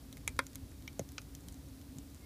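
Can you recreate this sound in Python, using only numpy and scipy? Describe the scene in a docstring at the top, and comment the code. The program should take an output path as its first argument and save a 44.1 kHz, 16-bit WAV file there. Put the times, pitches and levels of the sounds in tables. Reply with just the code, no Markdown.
"""Wood fire in an outdoor masonry oven.

Heard from just outside the mouth. Splitting wood pops and small embers tick; the chamber answers
each with a short ring. Faint sparks fall at random. Below lie the draught's rumble and soft surges,
fluttering flames, a wavering hum, even hiss and a thin whine. A faint whistle enters at the end."""
import sys
import numpy as np
from scipy import signal
from scipy.fft import rfft, irfft
from scipy.io import wavfile
from scipy.ndimage import uniform_filter1d

SR = 44100
rng = np.random.default_rng(int(sys.argv[2]) if len(sys.argv) > 2 else 0)


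def bounce(signal):
    """Save signal as a 16-bit WAV file at the path given by the first command-line argument."""
    frames = np.transpose(np.atleast_2d(signal))
    limited = np.clip(frames, -1, 1)
    pcm = np.round(limited * 32767).astype(np.int16)
    wavfile.write(sys.argv[1], SR, pcm)


N = 99225

# Wood splits, and at 1.012 s a settling log gives a low knock. Each row: start in seconds, burst decay in
# seconds, resonances of the piece. # Each resonance: centre in Hz, width in Hz, level in dB before CRACKLE_EQ.
POPS = [(0.2765, 0.0017, [(280, 200, -51.5), (900, 1000, -46), (2270, 340, -33.5), (3570, 470, -43),
        (7080, 2400, -37), (10100, 3800, -38.5)]), (0.3903, 0.0012, [(308, 130, -39), (572, 71, -42.5),
        (1090, 500, -32.5), (1560, 820, -31), (2060, 270, -35), (3450, 1120, -37), (4880, 790, -39),
        (9650, 3400, -39)]), (0.877, .0011, [(1010, 900, -61), (2270, 320, -43.5), (3300, 1100, -48.5),
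        (5580, 830, -50), (13000, 7700, -58.5)]), (0.9932, 0.0015, [(161, 70, -37), (360, 140, -43),
        (558, 118, -36), (2520, 2000, -48.5), (6360, 1700, -42.5), (10900, 5200, -51.5)]),
        (1.0119, 0.0024, [(137, 68, -40)]), (1.1807, .0012, [(550, 340, -57), (1350, 380, -47),
        (2610, 940, -40.5), (4080, 660, -48.5), (5730, 1800, -44.5)])]
# Ember ticks. Each row: start in seconds, click and ring levels in dB before CRACKLE_EQ, ring in Hz.
EMBER_TICKS = [(.1272, -52.5, -54, 4000), (0.1706, -55.5, -58.5, 2330), (.1782, -61, -70, 8900),
               (0.2922, -58, -58, 8500), (0.366, -62, -68, 8000), (.4670, -51.5, -53, 7200),
               (.5320, -60, -62, 4200), (0.549, -66, -60, 7440), (.5562, -47, -50.5, 11900),
               (.7190, -76, -65, 1800), (0.8232, -61, -62, 4200), (.9300, -62, -71, 7000),
               (1.0900, -58, -60, 6000), (1.1194, -60.5, -58, 11400), (1.2173, -59, -63, 6000),
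               (1.3507, -53, -51, 6440), (1.4076, -76, -65, 7550), (1.4850, -51, -59, 3100),
               (1.524, -64, -58.5, 9150), (1.5430, -62, -66, 7500), (1.686, -67, -68, 7000),
               (1.8138, -64, -62, 2980), (1.9850, -57, -51, 6800), (2.1462, -61, -64.5, 7460)]
# Ring of the chamber. Each row: frequency in Hz, gain in dB, T60 in seconds.
OVEN_MODES = [(275, 4, 0.15), (573, -19, 0.098), (820, -2, 0.045), (1056, -4, 0.086), (1260, -4, 0.078),
              (1406, -5, .05), (1430, -12, .04), (1790, -26, 0.07), (2110, -1, 0.044), (3040, -4, .02),
              (3850, -11, .02), (6850, -7, 0.015)]
# Colour of all crackle. Each row: frequency in Hz, gain in dB.
CRACKLE_EQ = [(100, -3), (560, 0.5), (700, -3.5), (850, -1), (2400, -2), (2750, -7), (3200, -3.5),
              (4500, -3.5), (6500, -1), (8500, -2.5), (10200, -1.5), (12500, -1.5), (14000, 0),
              (16000, -11)]
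# Draught rumble. Each row: frequency in Hz, relative density in dB.
RUMBLE_SPECTRUM = [(20, -30.5), (30, -21), (42, -9.5), (55, 0), (68, 1.5), (85, -2.5), (102, -3.5),
                   (122, -9.5), (140, -4.5), (170, -15), (215, -10), (300, -17), (350, -19), (450, -22.5),
                   (700, -29), (1100, -34.5), (2500, -45.5), (8000, -70)]
# Draught surges. Each row: peak time in seconds, sigma in seconds, centre in Hz, width in Hz, level in dB.
SURGES = [(.215, 0.041, 70.6, 49.5, -52.5), (0.367, 0.063, 69, 43.3, -48), (0.646, 0.11, 69.4, 48, -51.5),
          (0.85, 0.017, 285, 49.4, -53), (1.464, 0.027, 173, 93, -53.5), (1.523, 0.026, 61.6, 34.5, -47),
          (1.963, 0.026, 142, 50, -50), (1.968, .03, 255, 40.3, -53)]
# Hiss. Each row: frequency in Hz, relative density in dB.
HISS_SPECTRUM = [(500, 1), (2000, -2.5), (3000, -3.5), (3900, -0.5), (5200, -1.5), (6800, -3), (8200, -3),
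                 (11000, -3), (15500, -5)]

TICK_DECAY_S, TICK_RISE_S = 0.00071, 0.0001
SCENE_TIME_S, EVENT_TIME_S = np.arange(N) / SR, np.arange(8192) / SR


def pops():
    """Wood splits, and one settling log: a burst of fractures rings the piece; each spot has its own
    reflections."""
    out = np.zeros(N)
    for start_s, decay_s, resonances in POPS:
        chamber = oven_response()
        for hz, width_hz, db in resonances:
            ring = steep_band(burst(decay_s, rise_s=0.00046), hz, width_hz, skirt=2.02)
            add(out, start_s, through_oven(ring, chamber, db))
    return out


def embers():
    """Embers tick: a broad click and a short ring, both answered by the chamber."""
    out = np.zeros(N)
    for start_s, click_db, ring_db, ring_hz in EMBER_TICKS:
        chamber = oven_response()
        click = band(burst(TICK_DECAY_S, TICK_RISE_S), hz=6050, width_hz=12000)
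        ring = band(burst(TICK_DECAY_S, TICK_RISE_S), ring_hz, width_hz=0.27 * ring_hz)
        add(out, start_s, through_oven(click, chamber, click_db) + through_oven(ring, chamber, ring_db))
    return out


def sparks(rate_per_s=14, floor_db=-71, spread_db=2):
    """The faintest ticks, random in time, level and pitch."""
    out = np.zeros(N)
    for position, size, octaves in rng.random((int(rate_per_s * N / SR), 3)):
        tick = band(burst(TICK_DECAY_S, TICK_RISE_S), hz=5000 * 2 ** octaves, width_hz=3900)
        db = floor_db - spread_db * np.log(1 - 0.95 * size)
        add(out, position * N / SR, at_level(tick, db))
    return out


def oven_response():
    """Chamber impulse response: direct sound, quick reflections, a duller tail, ringing modes."""
    t = EVENT_TIME_S
    response = signal.unit_impulse(len(t))
    response += reflections(decay_s=0.0037, db=-5, cutoff_hz=6040)
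    response += reflections(decay_s=0.015, db=-16.5, cutoff_hz=3240)
    for hz, db, t60_s in OVEN_MODES:
        decay_per_s = np.log(1000) / t60_s
        envelope = 2 * decay_per_s / SR * np.exp(-decay_per_s * t)
        response += undb(db) * envelope * np.cos(2 * np.pi * hz * t)
    return response


def reflections(decay_s, db, cutoff_hz):
    """Dense wall echoes, scaled to db, then low-passed."""
    echoes = burst(decay_s, rise_s=decay_s / 2)
    echoes *= undb(db) / np.sqrt(np.sum(echoes ** 2))
    return signal.lfilter(*signal.butter(2, cutoff_hz, fs=SR), echoes)


def through_oven(x, chamber, db):
    """A short sound with the chamber's answer, scaled to db."""
    return at_level(signal.fftconvolve(x, chamber)[:len(x)], db)


def draught_rumble():
    """The draught's steady low noise."""
    return undb(-52.5) * unit_rms(colour(noise(), RUMBLE_SPECTRUM))


def draught_surges():
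    """The draught swells softly: low noise bands under Gaussian envelopes."""
    out = np.zeros(N)
    for peak_s, sigma_s, hz, width_hz, db in SURGES:
        swell = np.exp(-((SCENE_TIME_S - peak_s) / sigma_s) ** 2 / 2)
        air = swell * steep_band(noise(), hz, width_hz)
        out += undb(db) * air * np.sqrt(np.sum(swell ** 2) / np.sum(air ** 2))
    return out


def flames(swing_db=2):
    """Licking flames: a noise band that flutters in level."""
    air = steep_band(noise(), hz=490, width_hz=220)
    flutter = undb(swing_db * wander(rate_hz=21.9))
    return undb(-75.5) * unit_rms(air * flutter)


def hum():
    """A noise band narrow enough to sound like a wavering tone."""
    return undb(-58) * unit_rms(steep_band(noise(), hz=272.5, width_hz=31, skirt=1.6))


def hiss():
    """Faint, even broadband noise."""
    return undb(-62.5) * unit_rms(colour(noise(), HISS_SPECTRUM))


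def whistle(start_s=2.197, rise_s=0.044, centre_hz=2150):
    """A faint, slightly unsteady tone fades in."""
    pitch_hz = centre_hz * (1 + 0.01 * wander(rate_hz=150))
    phase = 2 * np.pi * np.cumsum(pitch_hz) / SR
    fade = np.clip((SCENE_TIME_S - start_s) / rise_s, 0, 1)
    return undb(-67.5) * fade * unit_rms(np.sin(phase))


def whine(hz=15000):
    """A thin steady tone."""
    return undb(-89) * unit_rms(np.sin(2 * np.pi * hz * SCENE_TIME_S))


def burst(decay_s, rise_s):
    """A dying rush of tiny impulses with a near-flat spectrum."""
    envelope = np.exp(-EVENT_TIME_S / decay_s) * (1 - np.exp(-EVENT_TIME_S / rise_s))
    x = rng.standard_normal(len(envelope))
    for _ in range(6):  # impose envelope and flat spectrum in turn
        phase = np.angle(rfft(np.sign(x) * envelope))
        x = irfft(np.exp(1j * phase))
    limit = unit_rms(envelope)
    return np.clip(unit_rms(x) / 2, -limit, limit)


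def band(x, hz, width_hz):
    """One resonance, gain 1 at its centre."""
    omega = 2 * np.pi * hz / SR
    alpha = width_hz / hz / 2 * np.sin(omega)
    return signal.lfilter([alpha, 0, -alpha], [1 + alpha, -2 * np.cos(omega), 1 - alpha], x)


def steep_band(x, hz, width_hz, skirt=2):
    """Two resonances in series, the second skirt times wider."""
    return band(band(x, hz, width_hz), hz, width_hz * skirt)


def colour(x, points):
    """Minimum-phase filter through (Hz, dB) points."""
    hz, db = np.array(points, float).T
    n = len(x)
    bins_hz = np.maximum(np.arange(n + 1) * SR / (2 * n), 1)
    gain = undb(np.interp(np.log(bins_hz), np.log(hz), db))
    cepstrum = irfft(np.log(gain))
    cepstrum[1:n] *= 2
    cepstrum[n + 1:] = 0
    return irfft(rfft(x, 2 * n) * np.exp(rfft(cepstrum)))[:n]


def wander(rate_hz):
    """Smooth random drift, rms 1."""
    hold = int(SR / rate_hz)
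    steps = np.repeat(rng.standard_normal(N // hold + 1), hold)
    return unit_rms(uniform_filter1d(uniform_filter1d(steps, hold), hold)[:N])


def noise():
    return rng.standard_normal(N)


def undb(db):
    return 10 ** (db / 20)


def unit_rms(x):
    return x / np.sqrt(np.mean(x ** 2))


def at_level(x, db):
    """Scale a short sound to the energy of 10 ms at db."""
    return x * undb(db) * np.sqrt(SR / 100 / np.sum(x ** 2))


def add(out, start_s, x):
    i = int(start_s * SR)
    out[i:i + len(x)] += x[:N - i]


def scene():
    """Crackle over the background, the same in both channels."""
    bed = draught_rumble() + hum() + hiss() + whine() + draught_surges() + flames() + whistle()
    crackle = colour(pops() + embers() + sparks(), CRACKLE_EQ)
    mono = crackle + bed
    return np.array([mono, mono])


def record(dry):
    """Steep low-pass at 15.4 kHz."""
    return signal.sosfilt(signal.ellip(10, 0.2, 70, 15400, fs=SR, output="sos"), dry)


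dry = scene()
out = record(dry)
bounce(out)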